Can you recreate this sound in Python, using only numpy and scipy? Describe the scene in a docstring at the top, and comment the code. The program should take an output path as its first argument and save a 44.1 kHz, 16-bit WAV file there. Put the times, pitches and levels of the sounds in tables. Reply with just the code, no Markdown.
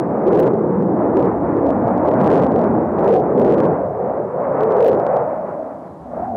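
"""The roar of a twin-engine jet fighter, pulling through a display pass far off over an open airfield.
The exhaust arrives in surges through the moving air, coloured by a ground echo and by the rising,
hollow howl of shock cells in the plume. Each surge carries a run of pressure crests; the tallest hit
a limiter, and each of those cracks. A few thin ticks, a brief turbine whine and a faint hiss sit behind."""
import sys
import numpy as np
from scipy import signal
from scipy.fft import rfft, irfft
from scipy.io import wavfile
from scipy.ndimage import uniform_filter1d, minimum_filter1d

SR = 44100
rng = np.random.default_rng(int(sys.argv[2]) if len(sys.argv) > 2 else 0)


def to_wav(sig):
    """Store sig (one row per channel, or 1-D mono) as 16-bit WAV at the path in sys.argv[1].

    Samples outside -1..1 are clipped; the rate is SR.
    """
    pcm = np.clip(np.atleast_2d(sig), -1, 1) * 32767
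    pcm = np.round(pcm).astype(np.int16)
    wavfile.write(sys.argv[1], SR, pcm.T)  # frames by channels


N = 280476
TIME = np.arange(N) / SR
BIN_HZ = np.maximum(np.arange(N // 2 + 1) * SR / N, 1)


# Tone of the exhaust after its long way through the air: frequency_hz, gain_db
EXHAUST_EQ = [(20, -40), (48, -26), (75, -12.5), (120, -7), (175, 0.5), (320, 0.5), (600, -1), (800, -5),
              (1100, -12.5), (1500, -23.5), (2000, -33.5), (2500, -45), (3100, -62), (4200, -90)]
# Band faders between surges, as the jet nears and turns away: time_s, rumble_db, roar_db, rush_db
EXHAUST_FADERS = [(0, -22, -21.5, -31), (.66, -21, -20, -32.5), (.8, -16.5, -19.5, -30.5),
                  (1.38, -23.5, -24, -30), (1.45, -19, -21, -27.5), (2.35, -18.5, -21, -25),
                  (2.76, -16, -19.5, -27.5), (2.87, -22.5, -21.5, -29.5), (3.25, -21.5, -20, -30),
                  (3.68, -21, -17, -29), (3.96, -33.5, -24.5, -33.5), (4.12, -32.5, -22.5, -30.5),
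                  (4.31, -35, -23.5, -33), (4.58, -25.5, -16.5, -27.5), (5.15, -32, -19, -26.5),
                  (5.65, -35.5, -27, -37), (6.0, -40, -43, -46), (6.2, -31, -25.5, -34.5),
                  (6.36, -28.5, -22, -33.5)]
# Fader for the deepest rumble: time_s, level_db
DEEP_FADER = [(0, -42.5), (1.0, -41), (1.3, -34.5), (2.75, -34.5), (3.2, -40), (3.5, -40), (3.85, -37.5),
              (4.25, -49), (4.9, -44.5), (5.75, -55), (6.2, -41.5), (6.36, -40.5)]

def exhaust(deep_hz=105.7, rumble_hz=368, rush_hz=750, gust_db=1.69, gusts_per_s=20):
    """Large eddies rumble, middle ones roar, fine ones rush; turbulent air fades each in its own way."""
    rumble_db, roar_db, rush_db = automation(EXHAUST_FADERS) + surges()
    deep_db, = automation(DEEP_FADER)
    broad, howling = noise(eq(EXHAUST_EQ)), howl()
    echoed = rfft(ground_echo(turbulent_air(broad) + howling))
    deepest, lows, highs = below(deep_hz), below(rumble_hz), 1 - below(rush_hz)
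    deep = irfft(echoed * deepest, N)
    rumble = irfft(echoed * (lows - deepest), N)
    roar = irfft(echoed * (1 - lows - highs), N)
    rush = irfft(rfft(broad + howling) * highs, N)   # rough ground scatters short waves: no clean echo
    return (from_db(deep_db) * steady(deep, window=6000)
            + from_db(rumble_db - 0.2) * steady(rumble)
            + from_db(roar_db - 1.23) * steady(roar) * fading(gust_db, gusts_per_s)
            + from_db(rush_db - 0.03) * steady(rush) * fading(gust_db, gusts_per_s))


# Swells of the roar: start_s, hold_s, rumble_lift_db, roar_lift_db, rush_lift_db, crest_height
ROAR_SURGES = [(0.269, 0.025, 1.5, 6.5, 2, 0.51), (.317, 0.15, 2, 5.5, 5.5, 0.51),
               (1.06, 0.1, -1, 3.3, -.5, 0.34), (1.16, 0.12, 3, 3.5, 3, 0.46),
               (1.65, 0.044, -1, 3, -1.5, 0.48), (1.832, 0.093, -0.5, -1.8, -0.5, 0.41),
               (2.058, 0.044, -3.5, 5, 2, 0.44), (2.203, 0.056, 3.5, 2, 4, 0.52),
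               (2.309, 0.12, 2.5, 5, 0.5, 0.56), (2.56, 0.07, -2, 3, -1.5, 0.39),
               (2.991, 0.096, 0.5, -2.3, 6, 0.44), (3.079, 0.094, -0.5, 8, 0.5, 0.53),
               (3.376, 0.16, 4, 3, 1.5, 0.49), (3.61, 0.097, 3, 0.3, 4, 0.32),
               (4.039, 0.044, 4.5, 3, -1, 0.095), (4.195, 0.063, 5, 2.5, -0.5, 0.11),
               (4.356, 0.0093, 2, 1.5, -0.5, 0.12), (4.402, .02, 0, 0.5, 2, 0.21),
               (4.61, 0.17, -1.5, 0.3, 2.5, 0.41), (4.807, 0.1, 0, 4.5, 0, 0.48),
               (4.944, 0.042, 8, 2.5, -1, 0.28), (5.161, 0.072, 0.5, 1.5, 0, 0.28),
               (6.24, 0.049, -1.5, -3, 6, .1)]

def surges(attack_s=0.063, release_s=0.057):
    """Moving air brings the roar in swells: a lift in dB for rumble, roar and rush."""
    lifts_db = np.zeros((3, N))
    for start_s, hold_s, *peaks_db, _ in ROAR_SURGES:
        corners_s = [start_s - attack_s, start_s, start_s + hold_s, start_s + hold_s + release_s]
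        lifts_db += np.outer(peaks_db, np.interp(TIME, corners_s, [0, 1, 1, 0]))
    return lifts_db


# Crests that stand out, in or between surges: time_s, height (1 = full scale, ahead of the limiter)
ACCENT_CRESTS = [(0.269, 0.56), (0.278, .54), (0.282, 0.58), (.324, .6), (0.333, 0.83), (.347, .58),
                 (.359, .6), (0.376, 0.68), (0.393, .92), (.403, .88), (0.43, 0.68), (.441, .58),
                 (.462, .55), (0.47, 0.68), (.479, .65), (0.538, 0.53), (0.824, 0.52), (1.171, 0.8),
                 (1.195, 0.6), (1.206, 0.61), (1.228, 0.58), (1.258, 0.53), (1.568, 0.52), (1.666, 0.54),
                 (1.689, 0.54), (1.705, 0.67), (1.979, 0.54), (2.059, 0.52), (2.076, 0.58), (2.087, 0.63),
                 (2.116, 0.65), (2.139, 0.56), (2.205, .6), (2.215, .62), (2.224, .56), (2.244, 0.71),
                 (2.261, 0.71), (2.27, .7), (2.277, 1.1), (2.303, 0.94), (2.318, 0.68), (2.329, .73),
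                 (2.338, 0.8), (2.346, .78), (2.357, 0.92), (2.373, .58), (2.385, .58), (2.401, 0.66),
                 (2.426, 0.7), (2.436, 0.74), (2.445, 0.67), (2.467, .6), (2.522, 0.55), (2.561, 0.59),
                 (2.582, 0.52), (2.592, 0.57), (2.614, 0.55), (2.641, 0.57), (2.996, 0.53), (3.062, 0.53),
                 (3.078, 0.82), (3.092, 0.67), (3.104, .6), (3.11, .58), (3.127, 0.71), (3.138, .7),
                 (3.142, 1.11), (3.156, .6), (3.163, 0.66), (3.183, .55), (3.2, 0.54), (3.38, .58),
                 (3.401, 0.77), (3.415, .61), (3.448, 0.76), (3.465, .61), (3.48, 0.71), (3.504, .61),
                 (3.514, .68), (3.523, 0.81), (3.54, .64), (3.546, 0.68), (3.578, .55), (3.583, 0.76),
                 (3.59, .59), (3.604, 0.92), (3.634, 0.56), (3.645, 0.55), (3.655, 0.65), (3.666, .52),
                 (4.042, 0.37), (4.06, 0.35), (4.107, 0.36), (4.201, 0.36), (4.363, 0.32), (4.402, .33),
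                 (4.418, 0.38), (4.607, 0.64), (4.636, 0.67), (4.707, 0.53), (4.722, 0.59), (4.768, 0.54),
                 (4.783, 0.55), (4.806, 0.73), (4.827, 0.72), (4.831, .59), (4.847, 0.85), (4.858, 0.63),
                 (4.865, .64), (4.869, 0.7), (4.883, 0.95), (4.889, .64), (4.897, .6), (4.917, .59),
                 (4.932, 0.61), (4.95, 0.54), (5.0, 0.54), (5.035, 0.44), (5.066, 0.63), (5.092, 0.47),
                 (5.168, 0.59), (5.223, 0.41), (5.276, 0.28), (5.333, 0.33), (5.6, 0.2)]

def crest_cues(gap_s=.007, jitter=.33, scatter_db=1, arch_db=0.5, count=40):
    """Times and heights of the pressure crests: an uneven run through each surge, plus the accents."""
    runs = []
    for start_s, hold_s, *_, height in ROAR_SURGES:
        slip, dip = rng.standard_normal((2, count))
        age_s = gap_s * (np.arange(count) + jitter * slip)
        arch = np.sin(np.pi * np.clip(age_s / hold_s, 0, 1)) - 2 / np.pi   # a little taller mid-surge
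        heights = height * from_db(arch_db * arch - scatter_db * dip)
        inside = age_s < hold_s
        runs += zip(start_s + age_s[inside], heights[inside])
    clear = [cue for cue in runs if all(abs(cue[0] - time_s) > gap_s / 3 for time_s, _ in ACCENT_CRESTS)]
    return clear + list(ACCENT_CRESTS)


def pressure_crests(roar, lowest_hz=440, width_s=0.0013, rise_s=0.00022, reach=500):
    """Eddies line up: the nearest swing of the roar grows to the crest's height, near the howl's pitch."""
    crested = roar.copy()
    pitch_hz = np.maximum(automation(HOWL_GLIDE)[0], lowest_hz)
    peaks = signal.find_peaks(np.abs(roar), distance=70)[0]
    for time_s, height in crest_cues():
        peak = peaks[np.argmin(np.abs(TIME[peaks] - time_s - rise_s))]
        near = slice(peak - reach, peak + reach)
        t = TIME[near] - TIME[peak]
        swing = np.exp(-(t / width_s) ** 2) * np.cos(2 * np.pi * pitch_hz[peak] * t)
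        growth = max(height - abs(crested[peak]), 0)
        crested[near] += np.sign(crested[peak]) * growth * swing
    return crested


def ease_peaks(roar, tallest=0.47, window=100):
    """Smoothly ducks the roar's tall swings, leaving room for the big crests to stand out."""
    gain = minimum_filter1d(tallest / np.maximum(np.abs(roar), tallest), 2 * window)
    return roar * uniform_filter1d(uniform_filter1d(gain, window), window)


# Hollow howl riding on the broad roar: time_s, pitch_hz, level_db
HOWL_GLIDE = [(0, 480, -7.5), (.45, 470, -6), (.85, 254.7, -8.5), (1.2, 389.9, -6), (1.47, 263, -3),
              (1.65, 402, -11), (1.9, 616, -10), (2.8, 501, -19), (3.03, 475, -10), (3.1, 460, 2.5),
              (3.21, 412, 2), (3.28, 430, -9), (3.48, 425, -8), (3.8, 490, -8), (4.4, 500, -9),
              (4.66, 510, -8), (4.79, 540, 0.5), (4.88, 504.3, 1), (4.97, 555, -1), (5.08, 575, 2.5),
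              (5.25, 570, 0), (5.65, 598, -2), (5.95, 630, -9.5), (6.17, 622.4, -1), (6.25, 770, -4),
              (6.3, 692.6, -2.5), (6.36, 627.7, 0.5)]

def howl(width_hz=64, focus=.22, flutter_db=4, flutters_per_s=30, trim_db=0.7):
    """Shock cells radiate a fluttering hump of noise whose pitch follows the angle to the listener."""
    pitch_hz, level_db = automation(HOWL_GLIDE)
    spread = from_db(-focus * level_db)   # the hump narrows as it grows
    flutter = fading(flutter_db, flutters_per_s)
    return from_db(level_db + trim_db) * flutter * gliding_noise(pitch_hz, width_hz, spread)


def turbulent_air(sound, depth_db=4.5, fades_per_s=10, span_hz=(70, 1000), count=20):
    """Paths through turbulent air add and cancel, so each narrow band swells and fades on its own."""
    spectrum = rfft(sound)
    band_index = np.interp(np.log(BIN_HZ), np.log(span_hz), [0, count - 1])
    bands = (irfft(spectrum * np.maximum(1 - np.abs(band_index - k), 0), N) for k in range(count))
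    return sum(band * fading(depth_db, fades_per_s) for band in bands)


# Comb-filter sweep of the ground bounce: time_s, lowest_notch_hz, strength (0-1)
GROUND_BOUNCE = [(0, 764, 0), (.8, 715, 0.75), (1.4, 587, 0.16), (2.0, 445, 0), (3.0, 324, 0.07),
                 (4.0, 294, 0.38), (4.7, 294, 0.2), (5.0, 356, 0.43), (5.4, 395, 0.4), (5.9, 440, 0.2),
                 (6.2, 480, 0), (6.36, 484, 0.5)]

def ground_echo(sound):
    """The ground returns the sound half a period late at the notch; the delay moves with the jet."""
    notch_hz, strength = automation(GROUND_BOUNCE)
    echo = np.interp(TIME - .5 / notch_hz, TIME, sound)
    return sound + strength * echo


# Thin ticks at loud moments: start_s, level_db
TICK_CUES = [(0.399, -24), (2.238, -34), (3.396, -35.5), (4.634, -42), (4.847, -30), (4.879, -27)]
# Their bright tone: frequency_hz, gain_db
TICK_EQ = [(1500, -26), (3500, -9), (9000, -9), (13000, -3.5), (15700, -0.5), (17000, -3.5)]

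def ticks(boost_db=12):
    """Lone, very short ticks, mostly top treble."""
    clicks = np.zeros(N)
    for start_s, level_db in TICK_CUES:
        clicks[round(start_s * SR)] = from_db(level_db + boost_db)
    return irfft(rfft(clicks) * eq(TICK_EQ), N)


# Faint whine, falling as the jet goes by: time_s, pitch_hz, level_db
WHINE_GLIDE = [(5.77, 4850, -97), (5.82, 4520, -81.5), (5.88, 4130, -79), (5.96, 3900, -84),
               (6.05, 3800, -96)]

def turbine_whine(width_hz=50):
    """The blade tone, smeared by the turbulent air."""
    pitch_hz, level_db = automation(WHINE_GLIDE)
    return from_db(level_db) * gliding_noise(pitch_hz, width_hz)


# Fader for the hiss bed: time_s, level_db
HISS_FADER = [(0, -66.5), (1, -67), (2.2, -64.5), (3, -66), (4, -67.5), (5.2, -66), (5.9, -64.5),
              (6.36, -63.5)]
# Its soft tone: frequency_hz, gain_db
HISS_EQ = [(1000, 5), (4000, -4.5), (7000, -7.5), (11000, -9.5), (13000, -10.5), (14200, -17.5),
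           (16000, -31)]

def hiss():
    """A faint bed of noise, drifting slowly in level."""
    level_db, = automation(HISS_FADER)
    return from_db(level_db) * noise(eq(HISS_EQ))


def from_db(db):
    """Decibels to gain."""
    return 10 ** (np.asarray(db) / 20)


def automation(rows):
    """One sample-by-sample curve for each column after time_s."""
    time_s, *columns = np.transpose(rows)
    return np.array([np.interp(TIME, time_s, column) for column in columns])


def eq(points):
    """Gain at every frequency, drawn through a few points."""
    frequency_hz, gain_db = np.transpose(points)
    return from_db(np.interp(np.log(BIN_HZ), np.log(frequency_hz), gain_db))


def below(hz, order=12):
    """The low side of a crossover, falling from 1 to 0."""
    return 1 / (1 + (BIN_HZ / hz) ** order)


def butter(sound, hz, kind, order):
    """A plain high- or low-pass."""
    return signal.sosfilt(signal.butter(order, hz, kind, fs=SR, output="sos"), sound)


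def noise(gains):
    """Noise with the given spectrum; rms 1."""
    shaped = irfft(rfft(rng.standard_normal(N)) * gains, N)
    return shaped / shaped.std()


def gliding_noise(centre_hz, width_hz, spread=1):
    """A narrow band of noise about a moving centre, widened by the factor spread; rms 1."""
    phase = 2 * np.pi * np.cumsum(centre_hz) / SR
    hump = np.sqrt(below(width_hz, order=4) * below(3 * width_hz, order=8))
    playhead = np.cumsum(spread * np.ones(N)) % N   # faster noise makes a wider band
    cosine, sine = (np.interp(playhead, np.arange(N), noise(hump)) for _ in range(2))
    return cosine * np.cos(phase) + sine * np.sin(phase)


def steady(sound, window=2000):
    """Holds the slow level at rms 1 and keeps the fast flutter."""
    power = uniform_filter1d(uniform_filter1d(sound * sound, window), window // 2)
    return sound / np.sqrt(power + 1e-12)


def fading(depth_db, fades_per_s):
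    """A gain that wanders at random."""
    gains = from_db(depth_db * rng.standard_normal(400))
    return np.interp(TIME * fades_per_s, np.arange(len(gains)), gains)


def limiter(sound, ceiling=.5, release_db_per_s=1500):
    """The gain drops at once when a crest meets the ceiling: the sharp corner in the wave cracks."""
    over_db = 20 * np.log10(np.maximum(np.abs(sound) / ceiling, 1))
    recovery_db = release_db_per_s * TIME
    reduction_db = np.maximum.accumulate(over_db + recovery_db, axis=-1) - recovery_db
    return sound * from_db(-reduction_db)


def scene(low_cut_hz=52):
    """The jet, thin in the deepest bass, over a faint hiss, in mono."""
    bed = hiss()
    roar = butter(exhaust(), low_cut_hz, "high", order=2)
    jet = pressure_crests(ease_peaks(roar)) + turbine_whine()
    return (jet + bed)[None]


def record(dry, bass_hz=26, treble_hz=12500, top_cut_hz=15900):
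    """Master chain: the limiter, a slight loss of bass, a dull top end, stray ticks and a steep top cut."""
    limited = butter(limiter(dry), bass_hz, "high", order=1)   # the flattened crests sag
    dulled = butter(limited, treble_hz, "low", order=6)
    top_cut = signal.ellip(10, .1, 80, top_cut_hz, fs=SR, output="sos")
    return signal.sosfilt(top_cut, dulled + ticks())


dry = scene()
out = record(dry)
to_wav(out)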